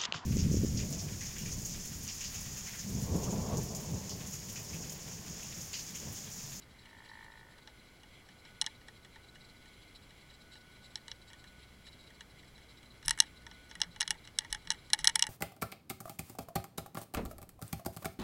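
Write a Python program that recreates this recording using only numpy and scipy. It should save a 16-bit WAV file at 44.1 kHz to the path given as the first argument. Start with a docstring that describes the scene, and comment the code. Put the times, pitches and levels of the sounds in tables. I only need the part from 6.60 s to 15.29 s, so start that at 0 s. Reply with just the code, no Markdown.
"""On an underwater shell bed, a camera in a sealed housing is towed with lead jigs trailing on its lines.
Lead knocks and drags on shells, and each contact excites the same short-lived modes of the housing;
once the rig runs on the bed, hard knocks bring a clatter and bumps set its frame ringing low.
Between knocks the tow line rubs by stick-slip friction, rattles on its fitting and hums as it sheds
eddies in the current, over a faint steady hiss."""
import sys
import numpy as np
from scipy import signal
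from scipy.fft import rfft, irfft
from scipy.io import wavfile
from scipy.ndimage import uniform_filter1d

SR = 44100
rng = np.random.default_rng(int(sys.argv[2]) if len(sys.argv) > 2 else 0)


def transcribe(signal):
    """Save signal, clipped to [-1, 1], as a 16-bit WAV file at the path in sys.argv[1]."""
    frames = np.atleast_2d(signal).T
    limited = np.clip(frames, -1, 1)
    pcm = np.round(limited * 32767).astype(np.int16)
    wavfile.write(sys.argv[1], SR, pcm)


N = 383229
T = np.arange(N) / SR

# Impacts of lead on shell. Each row: start in seconds, relative level in dB,
# hollowness (lift of the low modes) in dB, brightness (lift of the high modes) in dB.
KNOCKS = [(1.0744, -47, 4, -18), (1.8516, -53, 8, -8.5), (2.014, -26, -8.5, -1), (2.0195, -32.5, 4, 0.5),
          (2.042, -47.5, 11, -6), (2.0635, -30.5, -4, -4), (2.07, -44, 11.5, -12), (2.2838, -47, 6.5, -5.5),
          (2.558, -51, 11.5, -16), (4.3564, -34.5, -1, -8.5), (4.4811, -42, 2, -4.5),
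          (4.5154, -39.5, 2.5, -14), (4.732, -49, 3, -2), (5.6075, -45, 6.5, -7), (6.4275, -49.5, 6, -8.5),
          (6.4593, -55, 5, 14), (6.4813, -26.5, 7.5, 5), (6.4939, -32, 1, 2), (6.508, -25, 5, 3.5),
          (6.576, -49, 18, 5), (6.5882, -40, 5, 2), (6.6022, -16.5, -4.5, 2), (6.6216, -41, 7, 1.5),
          (6.8659, -45.5, 7.5, -8), (6.913, -48.5, 6, -26), (7.112, -45, 7, -18), (7.153, -45, 11, 1),
          (7.2023, -44, 4, -1), (7.2164, -25.5, 0, -2.5), (7.234, -40.5, 5, -14.5), (7.3613, -46.5, 9, -6),
          (7.403, -40.5, 4, -0.5), (7.4076, -25, -5.5, -4), (7.4152, -32, 9, 3), (7.428, -35, 5.5, -11),
          (7.4773, -33.5, 2, -1.5), (7.5063, -25.5, 0.5, 2), (7.513, -36, 1, 0), (7.6743, -46, 3.5, -8.5),
          (7.7872, -24, -2.5, -1), (7.8474, -48.5, 13, -4), (7.927, -30, 3, 3), (7.9475, -37, 7.5, -2),
          (8.073, -43, 7.5, -6.5), (8.104, -24, 0, -2.5), (8.1147, -34, 2, -6), (8.1195, -38, 5.5, 0.5),
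          (8.3019, -44.5, 5.5, -0.5), (8.333, -18.5, -1, -1.5), (8.337, -33, 9.5, 7.5),
          (8.3456, -35.5, 1.5, -4), (8.3899, -40, 8, 4.5), (8.444, -28, 4.5, 4), (8.453, -35, 8.5, 3.5),
          (8.4729, -17.5, -4, -2), (8.4767, -32, 11.5, 7.5), (8.4906, -37.5, 11.5, 0),
          (8.496, -32.5, 2, -3), (8.5547, -32.5, -4, 3), (8.557, -25, 6, 3.5), (8.5936, -29.5, 2.5, 2.5),
          (8.624, -20, -2.5, 1), (8.6388, -35, 7.5, -11), (8.6675, -37.5, 7, 2.5)]
# Normal modes of the housing. Each row: frequency in Hz, t60 in seconds, relative energy in dB.
HOUSING_MODES = [(886.7, 0.066, -10.5), (1338, 0.0066, -16), (1724, 0.015, -8), (1892, 0.022, -4.5),
                 (1980, 0.0135, -8.5), (2237, 0.023, -12.5), (2918, 0.022, -1.5), (3360, 0.011, 0),
                 (3515, 0.0065, -7), (4013, 0.0072, 2), (4170, 0.026, -10), (4750, 0.024, -13.5),
                 (5475, 0.0072, 5.5), (6195, 0.013, -0.5), (6830, 0.0059, -7), (7890, 0.011, -3),
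                 (8780, 0.0072, -9.5), (9490, 0.0041, -4.5), (9800, 0.008, -5.5), (10130, 0.0044, -8.5),
                 (11340, 0.0073, -22), (12100, 0.0051, -29), (13000, .003, -29), (14600, .003, -29)]


def knocks(gain_db=15, scatter_db=4, chip_db=-15, chip_s=0.0026, scrape_db=-25, scrape_s=0.0054,
           scrape_hz=3000, graze=0.76, soften=0.29, size=1400):
    """Impact excitation: a blow, brief chipping and a dull scrape drive the modes of the housing."""
    out, t = np.zeros(N), T[:size]
    hz = np.array(HOUSING_MODES)[:, 0]
    low = hz < 2550
    middle = np.exp(-((hz - 5600) / 1200) ** 2)
    high = np.clip((hz - 6000) / 2600, 0, 2)
    spread = np.where(hz == hz.min(), 0.043, 0.013)
    lowpass = signal.butter(1, scrape_hz, fs=SR)
    hardest_db = np.array(KNOCKS)[:, 1].max()
    for s, db, low_db, high_db in list(KNOCKS) + clatter() + stray_taps():
        # light blows only graze the shell: more scrape, less of the hard middle ring
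        lightness = hardest_db - db
        colour, detune = rng.uniform(-1.28, 1, (2, len(hz)))
        extra_db = low * low_db + high * high_db - middle * soften * lightness + scatter_db * colour
        chips = undb(chip_db) * crackle(np.exp(-t / chip_s))
        scrape = undb(scrape_db + graze * lightness) * crackle(np.exp(-t / scrape_s) * t ** .5)
        force = signal.unit_impulse(size) + chips + signal.lfilter(*lowpass, scrape)
        body = ring(HOUSING_MODES, rise_s=0.00062, extra_db=extra_db, detune=spread * detune)
        blow = signal.fftconvolve(force, body)
        blow *= np.linalg.norm(body) / np.linalg.norm(blow)  # roughness alters colour, not energy
        add(out, s, undb(db + gain_db) * blow)
    return out


def clatter(grounded_s=6.4, hard_db=-31.5, brush_s=0.012, brush_db=-56, settle_db=-48,
            fade_db_per_s=196, scatter_db=2, low_db=11, bright_db=-2, count=3):
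    """Repeated contact: on the bed, lead brushes before a hard knock and settles after. Rows as KNOCKS."""
    rows = []
    for s, db, *_ in KNOCKS:
        place = rng.random(count + 1)
        uneven_db = scatter_db * rng.standard_normal(count + 1)
        brush = (-brush_s * (1 - place[0] / 2), brush_db)
        lags = .006 + .015 * (np.arange(count) + place[1:])  # one touch in each 15 ms
        settling = zip(lags, settle_db - fade_db_per_s * lags)
        if db > hard_db and s > grounded_s:
            for (lag, level), uneven in zip([brush, *settling], uneven_db):
                rows.append((s + lag, level + uneven, low_db, bright_db))
    return rows


def stray_taps(per_s=3.4, tap_db=-55, scatter_db=1.5, low_db=6, bright_db=-5, count=60):
    """Grazing impact: now and then the lead barely touches a shell. Rows as KNOCKS."""
    times = (np.arange(count) + rng.random(count)) / per_s
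    levels = tap_db + scatter_db * np.clip(rng.standard_normal(count), -2, 2)
    return [(s, db, low_db, bright_db) for s, db in zip(times, levels) if s < N / SR]


def rubs(gain_db=29, width_s=0.0088, per_s=15, lesser_db=-2, uneven_db=2, scatter_db=2, spread=0.0083):
    """Stick-slip friction: the line slips in soft, uneven strokes, each ringing a little differently."""
    # The firmest slips on the fitting. Each row: time in seconds, relative level in dB.
    firm_slips = [(0.494, -66), (2.851, -66), (3.361, -61), (3.939, -62.5), (4.254, -63.5), (4.685, -64.5),
                  (5.276, -62), (5.331, -67), (5.439, -67), (6.098, -67.5)]
    # Contour of the lesser slips. Each row: time in seconds, relative level in dB.
    lesser_contour = [(0, -65), (1.3, -72.5), (2.5, -69), (3.4, -67), (5.8, -67), (6.8, -69.5), (8.69, -71)]
    # Modes the rubbing excites. Each row: frequency in Hz, t60 in seconds, relative energy in dB.
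    rubbed_modes = [(2890, 0.0095, -7), (3240, 0.01, -17), (3960, 0.014, 4), (4516, 0.0088, -6.5),
                    (4860, 0.0076, -10), (5350, 0.016, -8.5), (6870, 0.0075, -16.5), (7740, 0.0073, -9),
                    (9900, 0.0027, -13)]
    out = np.zeros(N)
    slots = np.arange(0, N / SR, 1 / per_s)
    times = slots + rng.random(len(slots)) / per_s
    levels = np.interp(times, *np.transpose(lesser_contour)) + lesser_db
    levels += uneven_db * rng.standard_normal(len(slots))
    stroke = np.exp(-.5 * (T[:SR // 16] / width_s - 3) ** 2)  # peaks three widths in
    for s, db in list(firm_slips) + list(zip(times, levels)):
        colour, detune = rng.standard_normal((2, len(rubbed_modes)))
        body = ring(rubbed_modes, rise_s=0.00053, extra_db=scatter_db * colour, detune=spread * detune)
        add(out, s - 3 * width_s, undb(db + gain_db) * signal.fftconvolve(crackle(stroke), body))
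    return out


def drags(tilt_db_per_octave=-2):
    """Sliding friction: tiny slips of lead across shells sound through the housing as a crunch."""
    # Each row: start in seconds, length in seconds, level in dB.
    slides = [(6.443, 0.024, -53.5), (6.51, 0.037, -62), (6.568, 0.082, -55), (7.085, 0.03, -63),
              (7.897, 0.018, -57), (8.377, 0.052, -51)]
    out = np.zeros(N)
    octaves = np.log2(np.array(HOUSING_MODES)[:, 0] / 1000)
    body = ring(HOUSING_MODES, rise_s=0.000422, extra_db=tilt_db_per_octave * octaves)
    for s, length_s, db in slides:
        stroke = np.hanning(int(length_s * SR))
        crunch = signal.fftconvolve(crackle(stroke), body / np.linalg.norm(body))
        add(out, s, undb(db) * np.sqrt(len(stroke)) * crunch)
    return out


def bumps(sway_hz=37, sway_peak_s=0.025, frame_peak_s=0.026):
    """Damped vibration: a bump on the bed makes the whole rig sway and its frame ring low."""
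    # Each row: start in seconds, sway level in dB, frame frequency in Hz, frame level in dB.
    bed_contacts = [(6.452, -43, 147.6, -49), (7.158, -62, 170, -59), (7.25, -64, 171, -54),
                    (7.476, -53, 167, -57), (7.895, -46.5, 166, -58.5), (8.06, -57, 169, -56),
                    (8.395, -50, 154.6, -53), (8.536, -60, 164, -58)]
    out, t = np.zeros(N), T[:SR // 3]

    def swell(hz, peak_s):
        return t / peak_s * np.exp(1 - t / peak_s) * np.sin(2 * np.pi * hz * t)

    for s, sway_db, frame_hz, frame_db in bed_contacts:
        add(out, s, undb(sway_db) * swell(sway_hz, sway_peak_s))
        add(out, s, undb(frame_db) * swell(frame_hz, frame_peak_s))
    return out


def rattle(strum_hz=55.2, jitter=0.0398, scatter_db=1.4):
    """Periodic impact: the slack, strumming line taps its fitting once a cycle."""
    # Strength of the rattle. Each row: time in seconds, level in dB.
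    contour = [(.15, -73), (.3, -61), (.41, -58.5), (.465, -65), (.505, -56), (.57, -52.5), (.66, -58.5),
               (.76, -57.5), (.98, -67)]
    # Modes of the fitting. Each row: frequency in Hz, t60 in seconds, relative energy in dB.
    fitting_modes = [(891.4, 0.045, -0.5), (1000, 0.011, -5), (1790, 0.036, 2.5), (1937, 0.032, -2)]
    s, db = np.transpose(contour)
    cycles = np.cumsum(strum_hz * (1 + jitter * walk(50))) / SR
    taps = np.diff(np.floor(cycles), prepend=0) * undb(scatter_db * walk(60.2))
    ringing = unit(signal.fftconvolve(taps, ring(fitting_modes, rise_s=0.00033))[:N])
    return ringing * undb(np.interp(T, s, db)) * (T < s[-1])


def aeolian_tones(hum_hz=61, hum_db=-1, whistle_hz=1478, whistle_db=-2, tilt_db_per_octave=-6):
    """Vortex shedding: eddies make the taut line hum and the thin leader whistle."""
    # Strength of each tone. Each row: time in seconds, relative level in dB.
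    hum_contour = [(0, -70), (1.5, -82), (3.4, -70), (4.1, -76), (4.9, -63.5), (7.1, -64), (7.5, -70),
                   (8.69, -66)]
    whistle_contour = [(0, -77), (.9, -68), (1.55, -76.5), (1.9, -66), (2.45, -72.5), (3.0, -68),
                       (3.5, -74), (4.0, -63.5), (4.5, -71.5), (4.9, -64.5), (5.3, -75), (6.4, -75.5),
                       (7.0, -64.5), (7.6, -75.5), (8.69, -71)]
    hum_phase = 2 * np.pi * np.cumsum(hum_hz * (1 + 0.015 * walk(4.6))) / SR
    hum = sum(undb(tilt_db_per_octave * np.log2(k)) * np.sin(k * hum_phase) for k in range(1, 6))
    hum = unit(hum) * undb(np.interp(T, *np.transpose(hum_contour)) + hum_db)
    whistle_phase = 2 * np.pi * np.cumsum(whistle_hz * (1 + 0.004 * walk(60))) / SR
    whistle = np.sin(whistle_phase) * undb(1.25 * walk(25))
    whistle = unit(whistle) * undb(np.interp(T, *np.transpose(whistle_contour)) + whistle_db)
    return hum + whistle


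def water(hiss_db=-60, flow_db=-65, flicker_db=1.56):
    """Broadband excitation: passing water rings the housing, over a steady hiss."""
    # Modes the flow excites. Each row: frequency in Hz, t60 in seconds, relative energy in dB.
    flow_modes = [(2023, 0.014, 2.5), (2234, 0.00753, 4.5), (2910, 0.006, -2), (3322, 0.0076, 1.5),
                  (4054, 0.0056, 0.5), (5100, 0.0047, -11), (5930, 0.0065, -12.5), (6140, 0.0073, -13),
                  (7265, 0.0085, -10.5), (7740, 0.0044, -12.5), (8770, 0.0041, -26), (10160, 0.0021, -6)]
    # Spectrum of the hiss. Each row: frequency in Hz, relative spectral density in dB.
    hiss_spectrum = [(15, -2), (35, 1.5), (110, 0.5), (250, -5), (500, -10), (1000, -14.5), (1600, -14),
                     (2600, -29), (3600, -30.5), (4600, -22), (6500, -27), (9000, -29.5), (12500, -31),
                     (15800, -34)]
    flow = unit(signal.fftconvolve(rng.standard_normal(N), ring(flow_modes, rise_s=0.0014))[:N])
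    return undb(hiss_db) * noise(hiss_spectrum) + flow * undb(flow_db + flicker_db * walk(21))


def ring(modes, rise_s, extra_db=0, detune=0, size=1200):
    """Modal superposition: damped sines swell briefly, with neighbours in opposite phase."""
    hz, t60, db = np.transpose(modes)
    t = T[:size]
    waves = np.sin(2 * np.pi * np.outer(hz * (1 + detune), t))
    waves *= undb(-60 * t / t60[:, None]) * (1 - np.exp(-t / rise_s))
    waves /= np.linalg.norm(waves, axis=1)[:, None]
    polarity = (-1) ** np.arange(len(hz))
    return (undb(db + extra_db) * polarity) @ waves


def crackle(envelope):
    """Surface roughness: dense, uneven micro-contacts under an envelope, with energy 1."""
    x = rng.standard_normal(len(envelope)) * rng.exponential(size=len(envelope)) * envelope
    return x / np.linalg.norm(x)


def noise(points):
    """Spectral shaping: noise of rms 1 that follows (Hz, dB) points."""
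    hz, db = np.transpose(points)
    bins = np.arange(N // 2 + 1) * SR / N
    gain = undb(np.interp(np.log(bins + 1), np.log(hz), db))
    return unit(irfft(rfft(rng.standard_normal(N)) * gain, N))


def walk(per_s):
    """Random fluctuation of rms 1, gliding to a new value per_s times a second."""
    hold = int(SR / per_s)
    steps = np.repeat(rng.standard_normal(N // hold + 1), hold)
    return unit(uniform_filter1d(steps, hold)[:N])


def undb(db):
    """Decibels to amplitude ratio."""
    return 10 ** (np.asarray(db) / 20)


def unit(x):
    """Normalisation to rms 1."""
    return x / np.sqrt(np.mean(x ** 2))


def add(out, s, x):
    """Superpose x on out, starting at s seconds."""
    i = max(int(s * SR), 0)
    out[i:i + len(x)] += x[:max(N - i, 0)]


def scene():
    """Superposition: all sources sum at the one microphone inside the housing."""
    return (water() + aeolian_tones() + rattle() + bumps() + drags() + rubs() + knocks())[None]


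def record(dry):
    """Band limiting: the camera cuts the treble above 16 kHz."""
    return signal.sosfilt(signal.ellip(8, .2, 70, 16000, fs=SR, output="sos"), dry)


dry = scene()
out = record(dry)
transcribe(out)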